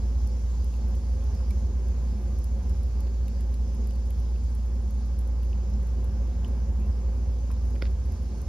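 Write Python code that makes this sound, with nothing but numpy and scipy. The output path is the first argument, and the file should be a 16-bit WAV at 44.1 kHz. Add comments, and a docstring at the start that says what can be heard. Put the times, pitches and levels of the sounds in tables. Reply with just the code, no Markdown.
"""Wood furnace fire

A blower motor hums as wavering sines; flames boom, roar and hiss as noise shaped by firebox air modes.
Embers tick and crack, a bit of char drops and tumbles (short decaying noise bursts), gas squeaks once;
a far cricket trills in tone pulses. Left and right differ in phase and level by frequency."""
import sys
import numpy as np
from scipy import signal
from scipy.fft import rfft, irfft, next_fast_len
from scipy.io import wavfile
from scipy.ndimage import uniform_filter1d, map_coordinates

SR = 44100
rng = np.random.default_rng(int(sys.argv[2]) if len(sys.argv) > 2 else 0)


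def wav_record(signal):
    """Record a signal, one row per channel, as 16-bit PCM in the file named by sys.argv[1]."""
    frames = np.transpose(np.atleast_2d(signal))
    bounded = np.clip(frames, -1, 1)
    # unit amplitude maps onto the largest positive 16-bit level
    quanta = np.round(bounded * 32767).astype(np.int16)
    wavfile.write(sys.argv[1], SR, quanta)


N = 373968

# Left-right correlation of the noise: f/Hz, correlation/1
STEREO_ALIKE = [(60, .999), (220, .97), (330, .92), (900, .62), (1800, .35), (2700, .7), (3400, .45),
                (4500, .55), (6200, .15), (7400, .75), (7800, .99), (8800, .98), (9600, .6), (10300, .7),
                (10700, .99), (11800, .99), (12700, .5), (13500, .8), (14200, .99), (15200, .98),
                (15700, .75)]
# Stereo phase by frequency, left minus right: f/Hz, phase/rad
STEREO_PHASE = [(60, -.18), (220, -.12), (400, 0), (1200, .1), (1800, -1.2), (2300, -.1), (5000, -.4),
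                (6400, 3.0), (8800, 3.2), (10400, 6.25), (12300, 6.35), (13400, 9.2), (15500, 9.5)]
# Stereo level by frequency, left minus right: f/Hz, level/dB
STEREO_LEAN = [(60, -1), (200, -1), (380, -3.5), (700, -2), (1900, -5), (3000, -2), (5000, -5),
               (6800, -0.5), (15000, 1)]
TOP_HZ = 15800

# Cricket bouts: start t/s, length/s, level before flutter/dB
TRILLS = [(.5, 1.9, -67), (3.4, 2.2, -63), (6.7, 2.2, -68)]
# Pitch at the foot of a pulse, before jitter: t/s, f/Hz
TRILL_FOOT = [(0, 8400), (1.5, 8560), (5.3, 8500), (8.48, 8450)]
CHIRP_START_S, CHIRP_PERIOD_S, CHIRP_WIDTH_S = .021, .06315, .0093
TRILL_ARCH_HZ, TRILL_JITTER_HZ = 170, 45
TRILL_SWELL_S, TRILL_FADE_S, TRILL_REST_DB = .6, .4, -79

# Motor tones: f/Hz, rms level before load and waver/dB
MOTOR_TONES = [(58.55, -25), (117.1, -61.5), (153, -65), (240, -53.5), (292.8, -68), (465, -65.5)]
# Level change of the hum, sagging near the end: t/s, level/dB
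MOTOR_LOAD = [(0, 0), (1, -1), (7.9, -0.83), (8.4, -6.5), (8.48, -2.5)]

SQUEAK_S, SQUEAK_LONG_S = 6.795, .085
SQUEAK_DB, SQUEAK_HZ, SQUEAK_RISE_HZ = -66.5, 2540, 340

# Contacts of the falling char: t/s, level/dB, tilt/(dB/octave)
CONTACTS = [(7.7615, -47, -3), (7.818, -39, 4), (7.8223, -25.5, -1), (7.854, -42, -1), (7.864, -45, 1)]
# Bands of each contact: f/Hz, relative level/dB, t60/s, half-width/octave
CHAR_BANDS = [(1500, -5, 0.009, .14), (2050, -4, 0.009, .14), (3100, -6, 0.0075, .3), (4400, -7, 0.007, .2)]
# Floor thump under the hardest contact: f/Hz, peak level/dB, t60/s, half-width/octave
FLOOR_BANDS = [(260, -36, 0.022, .12), (375, -28, 0.022, 0.11), (485, -34, 0.028, .08)]
THUD_S, DROP_LEAN_DB = 7.8245, -2  # lean is left minus right
CRUMBS_S, CRUMBS_LONG_S = 7.827, .046
CRUMBS_DB, CRUMBS_LOW_HZ, CRUMBS_OCTAVES = -52, 1400, 2.1  # loudest level, lowest pitch, pitch range

# Louder ember ticks: t/s, main-band peak level/dB, top band over main/dB
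TICKS = [(0.2151, -55, -11), (0.273, -39.5, -11), (0.295, -53, -14), (0.644, -40, -18),
         (0.7382, -51.5, -14), (0.7646, -50, -29), (0.8844, -52, -16), (0.9063, -51.5, -15),
         (0.953, -46, -1), (1.2405, -47, -13), (1.3515, -48, -21), (1.507, -40, -17), (1.8836, -48, -16),
         (2.3884, -44, -13), (2.442, -35.5, -10), (2.6339, -50, -12), (2.6956, -42, -14),
         (2.8323, -45, -15), (3.005, -41, -18), (3.281, -44, -5.5), (3.4073, -43, -20), (3.5416, -45, -8),
         (3.748, -47, -27), (3.8437, -50.5, -15), (3.872, -40, -18), (3.9072, -46.5, -15),
         (3.9345, -49, -14), (3.9566, -48, -28), (4.0751, -53, -13), (4.105, -39.5, -18), (4.2, -46, -15),
         (4.5504, -42, -10), (4.6598, -49.5, -12), (4.9079, -45.5, -8), (4.9807, -50, -25),
         (5.0574, -52, -14), (5.1903, -42, -12.5), (5.2096, -49, -14), (5.275, -48, 3),
         (5.4312, -45.5, -16), (5.449, -53, -14), (5.7001, -50.5, -4), (5.829, -45.5, -5),
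         (5.871, -47, -15), (6.0438, -46.5, 3), (6.4464, -51, -7), (6.4806, -47, -21), (6.8, -51, -10),
         (7.515, -42, -17), (7.7049, -47, -16), (7.7513, -52, -14), (7.822, -45.5, -14), (7.9109, -50, -17),
         (8.0571, -52, -15), (8.1208, -43, -18.5), (8.2314, -54.5, 1), (8.382, -49, -20),
         (8.4168, -40.5, -23)]
# Char cracks: t/s, peak level/dB, f/Hz, t60/s, half-width/octave
CRACKS = [(.643, -52, 3500, .012, .4), (.7394, -52, 2700, .014, 0.17), (.945, -51, 3000, .012, .4),
          (1.402, -45, 955, 0.053, 0.32), (1.506, -50, 2300, .055, 0.11), (1.507, -49, 4300, .018, .25),
          (3.07, -49, 3000, .012, .5), (3.281, -46, 2860, .02, .3), (3.282, -47, 4700, .012, .45),
          (3.5403, -45, 3930, 0.014, 0.73), (3.908, -45, 5600, .012, .45), (3.908, -49, 3000, .012, 0.29),
          (4.107, -49, 2600, .016, 0.24), (4.3594, -54, 2700, .014, .2), (5.432, -52, 3200, .012, .3),
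          (5.53, -45.5, 2720, .016, 0.25), (5.7374, -47.5, 5300, .012, .2), (6.4462, -38, 3040, 0.01, .16),
          (6.447, -44, 5200, .008, .5), (6.449, -50, 1500, 0.01, .4), (7.502, -44, 955, 0.068, 0.44),
          (7.512, -47, 2200, .02, .7), (7.7547, -50, 2500, 0.017, .4)]
# Tick bands: f/Hz, t60/s, half-width/octave
TICK_MAIN, TICK_TOP, TICK_BODY = (9000, .01, .6), (14800, .005, .2), (4500, .009, .6)
TICK_BODY_DB = -20.5  # relative to main band

# Firebox air modes, boom first: f/Hz, width before skirt exponent/Hz, relative density/(dB/Hz)
BOX_MODES = [(72.6, 11.55, -45), (110, 67, -67), (206.3, 15.2, -56.5), (245, 11.8, -63), (353.6, 33, -71),
             (395.3, 60, -72), (506, 27, -71.5), (548, 22, -70), (716, 76, -80), (846, 86, -79),
             (1028, 115, -84), (1198, 48, -85.5), (1590, 144, -90.5), (2160, 650, -99)]
# Roar spectrum before offset and rms scaling: f/Hz, relative density/(dB/Hz)
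ROAR_SPECTRUM = [(22, -29), (36, -6.5), (50, 7), (100, -7), (180, -6), (280, -19.5), (620, -40),
                 (1400, -39), (2800, -45.5), (5000, -59)]
# Hiss spectrum before rms scaling: f/Hz, relative density/(dB/Hz)
HISS_SPECTRUM = [(1500, -14.5), (2800, -3.5), (4000, -1.5), (4800, 3.5), (7000, 4.5), (7700, 0),
                 (8400, -13), (9500, -5), (10500, -9), (11800, -11), (13300, -14), (14600, -8.5),
                 (16000, -9)]
# Hiss level before flutter: t/s, level/dB
GAS_LEVEL = [(0, -57.5), (.8, -58), (6.5, -61), (8.48, -59.5)]
BOOM_DB, BOOM_SWING_DB, ROAR_DB = -34, 1, -40.5
MODE_SKIRT, ROAR_OFFSET_DB = 1.289, -60.5


def amp(db):
    """Gain of a level in dB."""
    return 10 ** (np.asarray(db) / 20)


def unit(x):
    """Scale to rms 1."""
    return x / np.sqrt(np.mean(x ** 2) + 1e-20)


def along(points, hz):
    """Interpolate (f, value) points on a log axis."""
    f, v = np.transpose(points)
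    return np.interp(np.log(hz + 1), np.log(f + 1), v)


def curves(rows):
    """Interpolate each column after time to one value per sample."""
    s, *cols = np.transpose(rows)
    return [np.interp(np.arange(N) / SR, s, c) for c in cols]


def wobble(rate_hz):
    """Smooth random curve, rate_hz knots per second."""
    knots = rng.standard_normal(int(N * rate_hz / SR) + 4)
    return map_coordinates(knots, [np.arange(N) * rate_hz / SR])


def sweep(hz):
    """Sine of a varying frequency, by phase integration."""
    return np.sin(2 * np.pi * np.cumsum(hz) / SR)


def filtered(x, response):
    """Apply a complex response of frequency to x."""
    m = next_fast_len(N + SR // 2)
    return irfft(rfft(x, m) * response(np.fft.rfftfreq(m, 1 / SR)), m)[..., :N]


def rush(gain, patchy_db):
    """Stereo noise of rms 1, random time-frequency patches, left-right correlation by frequency."""
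    z = signal.stft(rng.standard_normal((2, N)), nperseg=512)[2]
    field = rng.standard_normal(z.shape[1:])
    field = uniform_filter1d(field, size=6, axis=0)
    field = uniform_filter1d(field, size=14, axis=1)
    pair = signal.istft(z * amp(patchy_db * unit(field)), nperseg=512)[1][:, :N]

    def mix(hz):
        # correlation = cos(2 * angle)
        angle = np.arccos(np.clip(along(STEREO_ALIKE, hz), -1, 1)) / 2
        return gain(hz) * np.array([np.cos(angle), np.sin(angle)])

    shared, own = filtered(pair, mix)
    return unit(np.array([shared + own, shared - own]))


def snaps(rows, ring, attack_s):
    """Decaying band-noise bursts plus a sine, stronger when narrow; rows: s, dB, Hz, t60 s, octaves."""
    out, t = np.zeros(N + SR), np.arange(SR // 14) / SR
    noise = rng.standard_normal((len(rows), len(t)))
    for (s, db, hz, t60_s, octaves), n in zip(rows, noise):
        edges_hz = np.clip(hz * 2 ** (np.array([-1, 1]) * max(octaves, .05)), 100, 20000)
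        band = signal.butter(2, edges_hz / (SR / 2), "bandpass", output="sos")
        puff = unit(signal.sosfilt(band, n))
        tone = ring / octaves * np.sin(2 * np.pi * hz * t)
        burst = (puff + tone) * amp(-60 * t / t60_s) * (1 - np.exp(-t / attack_s))
        out[round(s * SR):][:len(t)] += amp(db) * burst / np.abs(burst).max()
    return out[:N]


def cricket():
    """Far cricket: bouts of soft one-tone pulses, pitch arching up in each."""
    t = np.arange(N) / SR
    cycle = ((t - CHIRP_START_S) / CHIRP_PERIOD_S + .5) % 1
    from_pulse_s = (cycle - .5) * CHIRP_PERIOD_S
    swell = np.exp(-(from_pulse_s / CHIRP_WIDTH_S) ** 2)
    hz = curves(TRILL_FOOT)[0] + TRILL_ARCH_HZ * swell + TRILL_JITTER_HZ * wobble(40)
    bouts = amp(TRILL_REST_DB)
    for s, long_s, db in TRILLS:
        ramp = np.minimum((t - s) / TRILL_SWELL_S, (s + long_s - t) / TRILL_FADE_S)
        bouts = bouts + amp(db) * np.clip(ramp, 0, 1)
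    return bouts * amp(3.7 * wobble(12)) * swell * sweep(hz)


def motor():
    """Blower hum: sines with slight random level and phase waver."""
    t = np.arange(N) / SR
    tones = np.zeros(N)
    for hz, db in MOTOR_TONES:
        level = amp(db + .28 * wobble(2.82))
        waver_rad = .06 * hz / 58.5 * wobble(1.87)
        tones += level * np.sin(2 * np.pi * hz * t + waver_rad)
    return np.sqrt(2) * amp(curves(MOTOR_LOAD)[0]) * tones * np.ones((2, 1))


def box(x):
    """Steel walls: short decaying noise tail, independent left and right."""
    t = np.arange(SR // 6) / SR
    tail = rng.standard_normal((2, len(t))) * amp(-60 * t / .069)
    delayed = np.pad(x, ((0, 0), (90, 0)))  # samples
    return signal.fftconvolve(delayed, tail / np.linalg.norm(tail[0]), axes=1)[:, :N]


def squeak():
    """Gas jet: brief faint whistle gliding up, with random pitch and level flutter."""
    u = np.clip((np.arange(N) / SR - SQUEAK_S) / SQUEAK_LONG_S, 0, 1)
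    hz = SQUEAK_HZ + SQUEAK_RISE_HZ * u ** 2.2 + 60 * wobble(150)
    envelope = np.sqrt(np.abs(np.sin(np.pi * u))) * (u > 0) * (u < 1)
    return amp(SQUEAK_DB + 3.5 * wobble(70)) * envelope * sweep(hz)


def drop(crumb_count=80):
    """Falling char: every contact excites the same bands; the hardest thumps the floor, sheds crumbs."""
    pivot_hz = CHAR_BANDS[1][0]
    hits = [(s, db + level_db + tilt_db * np.log2(hz / pivot_hz), hz, t60_s, octaves)
            for s, db, tilt_db in CONTACTS
            for hz, level_db, t60_s, octaves in CHAR_BANDS]
    thud = [(THUD_S, db, hz, t60_s, octaves) for hz, db, t60_s, octaves in FLOOR_BANDS]
    u = rng.random((crumb_count, 3))
    crumbs = np.c_[CRUMBS_S + CRUMBS_LONG_S * u[:, 0],
                   CRUMBS_DB - 8 * u[:, 1],
                   CRUMBS_LOW_HZ * 2 ** (CRUMBS_OCTAVES * u[:, 2]),
                   np.full((crumb_count, 2), [.012, .3])]
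    out = snaps(hits, ring=.094, attack_s=.00029)
    out += snaps(thud, ring=.4, attack_s=.0018)
    return out + snaps(crumbs, ring=.1, attack_s=.0005)


def embers(faint_count=220):
    """Three-band ticks and ringing char cracks over a random scatter of fainter ticks."""
    u = rng.random((faint_count, 3))
    faint = np.c_[u[:, 0] * N / SR,
                  -61.5 - 3 * np.log(u[:, 1]).clip(-2.5),
                  2200 * 2 ** (2.6 * u[:, 2] ** .6),
                  np.full((faint_count, 2), [.007, .6])]
    bands = []
    for s, db, top_db in TICKS:
        bands.append((s, db, *TICK_MAIN))
        bands.append((s, db + top_db, *TICK_TOP))
        bands.append((s, db + TICK_BODY_DB, *TICK_BODY))
    ticks = snaps(bands, ring=.02, attack_s=.0007)
    cracks = snaps(CRACKS, ring=.26, attack_s=.00026)
    return ticks + cracks + snaps(faint, ring=.15, attack_s=.0004)


def mode(f, centre_hz, width_hz, db):
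    """Gain of one air resonance, skirts set by the exponent."""
    resonance = f * width_hz / np.abs(centre_hz ** 2 - f ** 2 + 1j * f * width_hz)
    return amp(db) * resonance ** MODE_SKIRT


def roar_gain(f):
    """Power sum of the burning spectrum and the upper air modes."""
    burning = amp(along(ROAR_SPECTRUM, f) + ROAR_OFFSET_DB)
    return np.sqrt(burning ** 2 + sum(mode(f, *m) ** 2 for m in BOX_MODES[1:]))


def flames():
    """Turbulent burning: lowest box mode booms, the others colour the roar, escaping gas hisses."""
    boom = rush(lambda f: mode(f, *BOX_MODES[0]), patchy_db=.5)
    roar = rush(roar_gain, patchy_db=1.0)
    hiss = rush(lambda f: amp(along(HISS_SPECTRUM, f)), patchy_db=1.5)
    boom_db = BOOM_DB + BOOM_SWING_DB * wobble(1.595)
    roar_db = ROAR_DB + .69 * wobble(8) + .8 * wobble(2)
    hiss_db = curves(GAS_LEVEL)[0] + .3 * wobble(8.1)
    return amp(boom_db) * boom + amp(roar_db) * roar + amp(hiss_db) * hiss


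def channels(hz):
    """Channel responses: half the stereo level and phase difference on each side."""
    half = amp(along(STEREO_LEAN, hz) / 2) * np.exp(.5j * along(STEREO_PHASE, hz))
    return np.array([half, 1 / half])


def scene():
    """Sum all sources and the wall tail of the sparks, then apply the channel responses."""
    char = drop() * amp([[DROP_LEAN_DB / 2], [-DROP_LEAN_DB / 2]])
    sparks = embers() + squeak() + char
    walls = amp(-11) * box(sparks)
    far = cricket() * amp([[1.2], [-1.2]])
    return filtered(far + motor() + walls + sparks + flames(), channels)


def record(dry):
    """Remove everything from the band limit up."""
    return filtered(dry, lambda hz: hz < TOP_HZ)


dry = scene()
out = record(dry)
wav_record(out)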